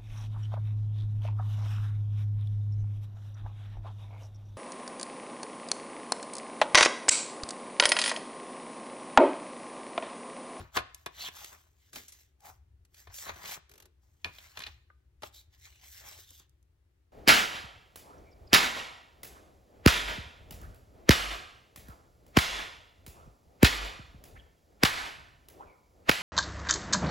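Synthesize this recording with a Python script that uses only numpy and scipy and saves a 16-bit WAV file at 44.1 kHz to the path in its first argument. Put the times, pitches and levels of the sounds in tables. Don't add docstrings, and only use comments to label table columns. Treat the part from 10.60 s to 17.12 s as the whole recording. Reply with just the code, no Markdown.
import sys
import numpy as np
from scipy import signal
from scipy.fft import rfft, irfft
from scipy.io import wavfile
from scipy.ndimage import uniform_filter1d

SR = 44100
rng = np.random.default_rng(int(sys.argv[2]) if len(sys.argv) > 2 else 0)


def file_out(sig):
    cols = np.atleast_2d(sig).T
    lim = np.clip(cols, -1, 1)
    pcm = np.round(lim * 32767).astype(np.int16)
    wavfile.write(sys.argv[1], SR, pcm)


N = 287532
TIME = np.arange(N) / SR
FREQS = np.maximum(np.arange(N // 2 + 1) * SR / N, 1)

# time in seconds, approximate level in dB.
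RUMBLE_LEVEL = [(0, -61.5), (1.3, -69), (3.3, -66), (5.5, -62), (6.5, -70.5)]
# pitch in Hz, relative level in dB.
RUMBLE_SPECTRUM = [(20, -21), (45, -13.5), (62, 1.5), (80, 1), (100, -8.5), (130, -17.5), (220, -36),
                   (500, -73)]
# start of full level in seconds, hold in seconds, approximate level in dB.
BUMPS = [(0.0, 0.012, -45), (0.19, 0.0055, -47), (1.913, 0.3, -60.5), (2.489, 0.0054, -49.5),
         (2.712, 0.012, -49), (3.667, .005, -51), (4.06, 0.11, -57.5)]
BUMP_ATTACK_S, BUMP_RELEASE_S = .035, .06
# pitch in Hz, relative level in dB.
AIR_SPECTRUM = [(20, 14), (60, 22.5), (140, 19.5), (200, 10.5), (350, 16.5), (520, 6), (1000, 1.5),
                (2000, 0.5), (5000, -7), (8000, -9), (12000, -11), (16000, -12.5)]
AIR_DB = -76.5

# start of full speed, attack, hold and release in seconds, then levels in dB for
STROKES = [(0.0, .02, 0.005, 0.099, -51.5, -60, -65.5), (0.16, .022, 0.013, 0.013, -37.5, -42.5, -43.5),
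           (0.372, 0.091, 0.067, .02, -82, -77.5, -71.5), (0.609, 0.06, 0.073, 0.016, -52, -42, -47),
           (0.776, 0.094, 0.07, 0.19, -56.5, -55.5, -51.5), (0.941, 0.091, 0.0082, 0.027, -54.5, -71, -60),
           (1.22, 0.12, 0.075, 0.044, -86.5, -74.5, -73.5),
           (1.356, 0.025, 0.0068, 0.096, -59.5, -49, -45.5), (1.556, .15, 0.061, 0.077, -79, -67, -64),
           (1.848, 0.037, 0.044, 0.071, -57.5, -63, -57), (2.363, 0.042, 0.044, .1, -69.5, -66, -59.5),
           (2.503, 0.018, 0.0066, 0.022, -58, -61, -82), (3.11, 0.044, .14, 0.039, -73.5, -75, -81.5),
           (3.432, .04, 0.11, .08, -84.5, -86, -80), (3.777, .15, 0.073, 0.26, -65.5, -60.5, -61),
           (3.966, 0.032, .11, 0.09, -60, -56, -65.5), (4.649, 0.028, 0.02, 0.028, -66, -58.5, -57),
           (4.744, .025, 0.055, 0.044, -76.5, -60.5, -58), (4.937, 0.033, 0.0068, .06, -72.5, -66.5, -69)]
# time in seconds, drag level in dB, rasp level in dB, hiss level in dB.
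CARD_DRAG = [(2.52, -67, -70, -64.5), (2.556, -73, -56, -44), (2.652, -53, -54, -48.5),
             (2.696, -39.5, -48, -54.5), (2.718, -56, -61, -63), (2.82, -58, -61, -58),
             (2.864, -50.5, -48.5, -48), (2.942, -54, -43, -43), (2.974, -49, -62, -59),
             (2.99, -72, -73, -67)]
POCKET_DRAG = [(4.98, -91, -78.5, -73), (5.05, -69.5, -58, -59), (5.12, -75.5, -67, -69.5),
               (5.198, -82, -67.5, -69.5), (5.252, -67.5, -60.5, -59), (5.312, -83, -65.5, -56),
               (5.35, -66, -58.5, -52), (5.398, -70, -58.5, -55.5), (5.418, -57, -61.5, -59),
               (5.488, -55.5, -52, -49), (5.57, -66.5, -57.5, -57), (5.618, -69, -56.5, -53),
               (5.654, -85, -64.5, -64), (5.794, -81, -66, -59), (5.802, -69.5, -62, -61.5),
               (5.87, -86.5, -84, -90)]
DRAG_FADE_S = .015
# pitch in Hz, relative level in dB.
DRAG_SPECTRUM = [(90, -14), (170, -7.5), (280, -9.5), (450, -9), (800, -1.5), (1300, -2.5), (1900, -3.5),
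                 (2700, -9), (5000, -47)]
RASP_SPECTRUM = [(900, -32.5), (1500, -4.5), (2000, 0), (2700, -2.5), (4000, -1.5), (5200, -11),
                 (6500, -8.5), (10000, -38.5)]
HISS_SPECTRUM = [(3500, -30), (5000, -4.5), (6000, -2), (7800, 1.5), (9500, -8.5), (12000, -3.5),
                 (15500, -7.5)]
CLUMPING_DB, FLUTTER_DB = 2.4, 1.3
OWN_RASP, OWN_HISS = .85, .55
# start in seconds, length in seconds, first Hz, last Hz, level in dB relative to the rasp.
EDGES = [(0.605, .08, 3802, 2611, 8), (4.753, .04, 3900, 3900, 8), (5.608, .21, 3800, 3208, 4)]
EDGE_FADE_S, EDGE_SINK_POWER = .07, 2.6
EDGE_REST_HZ, EDGE_REST_DB = 3500, -13

# start in seconds, decay of the contact in seconds,
# level in dB, strongest pitch in Hz, fall to either side in dB per octave.
KNOCKS = [(0.003, 0.02, -47, 179, 3), (0.1685, 0.0018, -32, 1420, 2), (0.1715, 0.0053, -19.5, 1410, 8.5),
          (0.1865, 0.0094, -34, 1600, 5.5), (0.3457, 0.0024, -45.5, 8400, 7.5),
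          (0.461, 0.0019, -43, 5000, 3.5), (0.4625, 0.0052, -35.5, 1270, 5.5), (0.686, .0018, -45, 2167, 3),
          (2.4714, .007, -49.5, 1310, 7.5), (2.665, .005, -42.5, 1111, 11),
          (2.6929, 0.0052, -33.5, 1690, 13), (2.7582, 0.01, -53.5, 1100, 2.5),
          (2.8558, 0.0059, -42.5, 3660, 6), (2.971, 0.011, -54.5, 250, 5),
          (3.6452, 0.002, -27.5, 2550, 13.5), (3.65, .022, -40, 694, 4.5), (3.7844, .003, -48, 2600, 8.5),
          (3.9725, 0.0036, -38.5, 1960, 6.5), (3.992, 0.0014, -48, 8400, 1.5),
          (4.0034, 0.0046, -42, 2040, 6), (4.02, .004, -43.5, 2640, 7), (4.0373, 0.0023, -39, 2950, 14),
          (4.0653, .0058, -38, 2500, 11)]
# start in seconds, decay of the contact in seconds,
# level in dB, strongest pitch in Hz, fall to either side in dB per octave.
TAPS = [(0.8451, 0.0019, -45.5, 7000, 3.5), (1.3305, .011, -50, 8330, 2.5),
        (1.3579, 0.0076, -44.5, 4000, 1.7), (1.4811, 0.015, -48.5, 8300, 7),
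        (1.521, 0.013, -50.5, 8400, 7.5), (1.805, 0.0022, -66.5, 8400, 6.5), (2.2504, .0039, -68, 8430, 4),
        (2.3442, 0.0028, -56.5, 5200, 8), (2.54, 0.014, -47, 8400, 5), (2.5846, 0.0024, -47, 3997, 6),
        (4.621, 0.0074, -52, 1210, 1.5), (4.6325, 0.0046, -37.5, 1270, 5.5),
        (5.5873, 0.0023, -65.5, 179.4, 0), (5.706, .0015, -54, 8380, 8), (5.71, 0.0091, -62, 401, 6),
        (5.8, 0.0088, -63.5, 350, 6), (5.8946, 0.0017, -70, 8390, 16), (6.0277, .0015, -74.5, 7530, 9.5)]
# pitch in Hz, width in Hz (at least 45 is used), level in dB (varied a little per contact).
TRIMMER_MODES = [(649, 45, -4.5), (713, 99, -2), (995, 40, 1), (1078, 60, 4), (1230, 90, -5),
                 (1450, 120, -4), (1705, 120, -0.5), (1863, 41, -4), (2100, 41, -7.5), (2450, 14, 5),
                 (3030, 100, -5.5), (3480, 73, -2), (4020, 46, -10), (4100, 39, -15)]
# pitch in Hz, width in Hz, level in dB (varied a little per contact).
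TABLE_MODES = [(108, 76, 3.5), (380, 140, 1), (590, 180, 1.5), (833, 90, 0.5), (1164, 470, 0.5)]
# lowest Hz, highest Hz.
REGISTERS = [(80, 320), (470, 1850), (2100, 4430), (5400, 12000)]

# start of full level in seconds, hold in seconds, pitch in Hz, width in Hz, level in dB.
GROANS = [(1.355, 0.012, 300, 220, -55), (1.848, 0.027, 800, 110.6, -56.5), (3.11, .15, 395, 90, -70)]
GROAN_ATTACK_S, GROAN_RELEASE_S = .035, .07

# start in seconds, level in dB before the added sheen.
SKIPS = [(3.094, -60.5), (3.1143, -57.5), (3.137, -59.5), (3.1557, -62.5), (3.1785, -58.5), (3.2006, -56.5),
         (3.223, -58.5), (3.2551, -61)]
SKIP_DECAY_S, SKIP_HZ, SKIP_FALL_DB_PER_OCTAVE = .0045, 9000, 3
SKIP_SHEEN_DB, SKIP_SHEEN_HZ = 3, 12080

# start in seconds, decay of the contact in seconds,
# level in dB, strongest pitch in Hz, fall to either side in dB per octave.
HOLLOW_KNOCK = [(4.3002, .003, -50.5, 1143, 23.5)]
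# pitch in Hz, width in Hz (at least 45 is used), level in dB (varied a little per contact).
HOLLOW_MODES = [(1110, 45, 7.4), (1219, 52, 12.6), (1490, 117, 6), (1836, 43, 3.2)]

# pitch in Hz, time to fall 60 dB in seconds.
ROOM_DECAY = [(100, .35), (500, 0.19), (1500, 0.14), (4000, 0.15), (9000, 0.024), (16000, 0.086)]
LINGER_DB, LINGER_T60_S, LINGER_LOW_HZ, LINGER_HIGH_HZ = -21.5, 0.53, 700, 4800
# pitch in Hz, lead of the left channel in radians.
CHANNEL_PHASE = [(20, 0), (200, -.2), (600, -1.2), (1000, -1.0), (1900, -1.4), (2500, -2.2), (3400, 0),
                 (4400, .4), (6300, 1.5), (8500, 3), (9900, 3.2), (13400, 6.2), (16000, 6.3)]
# pitch in Hz, left minus right in dB.
CHANNEL_BALANCE = [(60, 3), (200, 0.5), (400, 5), (800, 2.5), (1500, 3), (3500, 0), (7000, 0)]
CUTOFF_HZ = 16000


def from_db(db):
    return 10 ** (np.asarray(db) / 20)


def rms_one(x):
    return x / np.sqrt(np.mean(x ** 2) + 1e-20)


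def in_time(rows):
    s, *columns = np.transpose(rows)
    return [np.interp(TIME, s, column) for column in columns]


def at_hz(points, hz):
    table_hz, values = np.array(points).T
    return np.interp(np.log(hz), np.log(table_hz), values)


def coloured(x, spectrum):
    return rms_one(irfft(rfft(x) * from_db(at_hz(spectrum, FREQS)), N))


def drift(rate):
    size = N // 8
    hz = np.arange(size // 2 + 1) * SR / N
    noise = rfft(rng.standard_normal(size))
    slow = rms_one(irfft(noise / (1 + (hz / rate) ** 2), size))
    return np.interp(np.arange(N) * size / N, np.arange(size), slow)


def band(x, low_hz, high_hz, order=3):
    limits = [low_hz, min(high_hz, .45 * SR)]
    sos = signal.butter(order, limits, "band", fs=SR, output="sos")
    return signal.sosfilt(sos, x + 1e-18)


def swell(s, attack_s, hold_s, release_s):
    before = (s - TIME) / max(attack_s, .002)
    after = (TIME - s - hold_s) / max(release_s, .002)
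    return from_db(-20 * np.clip(np.maximum(before, after), 0, 10))


def background():
    rumble_db, = in_time(RUMBLE_LEVEL)
    bump_power = 0
    for s, hold_s, db in BUMPS:
        bump = from_db(db) * swell(s, BUMP_ATTACK_S, hold_s, BUMP_RELEASE_S)
        bump_power = bump_power + bump ** 2
    rumble = coloured(rng.standard_normal(N) + 0.049 * rng.standard_normal((2, N)), RUMBLE_SPECTRUM)
    rumble /= np.sqrt(uniform_filter1d(rumble[0] ** 2, SR // 8) + 0.012)
    air_noise = turned_phase(rng.standard_normal(N)) + 2.6 * rng.standard_normal((2, N))
    air = coloured(air_noise, AIR_SPECTRUM)
    return np.sqrt(from_db(rumble_db) ** 2 + bump_power) * rumble + from_db(AIR_DB) * air


def sliding():
    drag_gain, rasp_gain, hiss_gain = rubbing_gains()
    edge_hz, edge_gain = edge_song()
    rub = slips(per_s=1800, spread_db=3.2, smooth_db=-1.5)
    scuffs = slips(per_s=600, spread_db=2.5, smooth_db=0) * from_db(CLUMPING_DB * drift(40))
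    support = ringing(wide(scuffs, own=1.0), TRIMMER_MODES + TABLE_MODES, plain_db=6.0)
    drag = coloured(support, DRAG_SPECTRUM)
    sheet = coloured(wide(rub, OWN_RASP), RASP_SPECTRUM)
    edge = edge_gain * rubbed_resonance(edge_hz, width_hz=850)
    rasp = (sheet + edge) / np.sqrt(1 + edge_gain ** 2)
    hiss = coloured(wide(rub, OWN_HISS), HISS_SPECTRUM)
    grip = from_db(FLUTTER_DB * drift(41))
    return grip * wandering(drag_gain * drag + rasp_gain * rasp + hiss_gain * hiss, patchy_db=2.5)


def rubbing_gains():
    power = 0
    for s, attack_s, hold_s, release_s, *levels_db in STROKES:
        shape = swell(s, attack_s, hold_s, release_s)
        power = power + np.outer(from_db(levels_db) ** 2, shape ** 2)
    for drag in (CARD_DRAG, POCKET_DRAG):
        start, end = drag[0][0], drag[-1][0]
        shape = swell(start, DRAG_FADE_S, end - start, DRAG_FADE_S)
        power = power + (from_db(in_time(drag)) * shape) ** 2
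    return np.sqrt(power)


def edge_song():
    strength = from_db(EDGE_REST_DB)
    weighted_hz = strength * EDGE_REST_HZ
    for s, length_s, first_hz, last_hz, db in EDGES:
        gain = from_db(db) * swell(s, EDGE_FADE_S, length_s, EDGE_FADE_S)
        freed = np.clip((TIME - s) / length_s, 0, 1) ** EDGE_SINK_POWER
        strength = strength + gain
        weighted_hz = weighted_hz + gain * (first_hz + (last_hz - first_hz) * freed)
    return weighted_hz / strength, strength


def slips(per_s, spread_db, smooth_db):
    caught = np.flatnonzero(rng.random(N) < per_s / SR)
    sizes_db = spread_db * np.minimum(rng.exponential(1, len(caught)), 4)
    clicks = np.zeros(N)
    clicks[caught] = from_db(sizes_db) * rng.choice([-1, 1], len(caught))
    return rms_one(clicks) + from_db(smooth_db) * rng.standard_normal(N)


def wide(x, own):
    strength = np.sqrt(np.abs(uniform_filter1d(x ** 2, size=24)))
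    return x + own * strength * rng.standard_normal((2, N))


def ringing(x, modes, plain_db):
    out = from_db(plain_db) * x
    for hz, width, db in modes:
        r = np.exp(-np.pi * max(width, 45) / SR)
        poles = [1, -2 * r * np.cos(2 * np.pi * hz / SR), r * r]
        ring = (1 - r * r) / 2 * signal.lfilter([1, 0, -1], poles, x + 1e-18)
        out = out + from_db(db) * ring
    return out


def rubbed_resonance(centre_hz, width_hz):
    turn = 2 * np.pi * np.cumsum(centre_hz) / SR
    return rms_one(drift(width_hz) * np.cos(turn) + drift(width_hz) * np.sin(turn))


def wandering(x, patchy_db, count=9, order=5):
    _, _, frames = signal.stft(x, nperseg=512)
    patches = rng.standard_normal(frames.shape[1:])
    patches = uniform_filter1d(patches, count, axis=1)
    patches = uniform_filter1d(patches, order, axis=0)
    gains = rms_one(from_db(patchy_db * rms_one(patches)))
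    return signal.istft(frames * gains)[1][:, :N]


def contacts(rows, modes, crack, own, plain_db=-6, rise_s=.0008):
    out, t = np.zeros((2, N + SR)), TIME[:SR // 8]
    for s, decay, peak_db, peak_hz, fall_db in rows:
        at = int(s * SR)
        pressure = np.exp(-t / max(decay, 1e-4)) * (1 - np.exp(-t / rise_s))
        chatter = rng.standard_normal(len(t)) + own * rng.standard_normal((2, len(t)))
        force = pressure * chatter
        force[:, 0] += crack
        struck = [(hz, width, db + 0.6 * rng.standard_normal()) for hz, width, db in modes]
        body = ringing(force, struck, plain_db)
        for low_hz, high_hz in REGISTERS:
            octaves_away = abs(np.log2(np.sqrt(low_hz * high_hz) / peak_hz))
            gain = from_db(peak_db - fall_db * octaves_away)
            sound = band(body, low_hz, high_hz)
            out[:, at:at + len(t)] += gain * sound / np.sqrt(np.sum(sound ** 2) * 50 / SR)
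    return out[:, :N]


def trimmer_knocks():
    return contacts(KNOCKS, TRIMMER_MODES + TABLE_MODES[:2], crack=3.0, own=0.6)


def card_taps():
    return contacts(TAPS, TABLE_MODES, crack=2.5, own=0.85)


def groans():
    out = 0
    for s, hold_s, hz, width_hz, db in GROANS:
        gain = from_db(db) * swell(s, GROAN_ATTACK_S, hold_s, GROAN_RELEASE_S)
        out = out + gain * rubbed_resonance(np.full(N, hz), width_hz)
    return out


def skipping():
    rows = [(s, SKIP_DECAY_S, db, SKIP_HZ, SKIP_FALL_DB_PER_OCTAVE) for s, db in SKIPS]
    ticks = contacts(rows, TABLE_MODES, crack=2.36, own=0.82)
    return ticks + from_db(SKIP_SHEEN_DB) * band(ticks, SKIP_SHEEN_HZ, 18000, order=2)


def hollow_knock():
    return contacts(HOLLOW_KNOCK, HOLLOW_MODES, crack=1.5, own=0.44)


def turned_phase(x):
    half = np.exp(.5j * at_hz(CHANNEL_PHASE, FREQS))
    return irfft(rfft(x) * np.array([half, 1 / half]), N)


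def room(x, late_db):
    t = TIME[:SR // 2]
    edges, late = np.geomspace(60, 18000, 9), 0
    for low_hz, high_hz in zip(edges, edges[1:]):
        t60 = at_hz(ROOM_DECAY, np.sqrt(low_hz * high_hz))
        echoes = band(rng.standard_normal((2, len(t))), low_hz, high_hz, order=2)
        late = late + echoes * from_db(-60 * t / t60)
    late = late * np.minimum(t / .006, 1) / np.sqrt(.02 * SR)
    linger = band(rng.standard_normal((2, len(t))), LINGER_LOW_HZ, LINGER_HIGH_HZ, order=2)
    linger = rms_one(linger * from_db(-60 * t / LINGER_T60_S)) / np.sqrt(len(t))
    tail = from_db(late_db) * late + from_db(LINGER_DB) * linger
    return turned_phase(x) + signal.fftconvolve(x, tail, axes=1)[:, :N]


def scene():
    handling = sliding() + trimmer_knocks() + card_taps() + groans() + skipping() + hollow_knock()
    return background() + room(handling, late_db=-7.0)


def record(dry):
    spectrum = rfft(dry)
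    alike = 1 / (1 + (FREQS / 140) ** 2)
    spectrum = (1 - alike) * spectrum + alike * spectrum.mean(axis=0)
    balance_db = at_hz(CHANNEL_BALANCE, FREQS) * np.array([[.5], [-.5]])
    balanced = irfft(spectrum * from_db(balance_db), N)
    return signal.sosfilt(signal.ellip(10, .1, 80, CUTOFF_HZ, fs=SR, output="sos"), balanced)


dry = scene()
out = record(dry)
file_out(out)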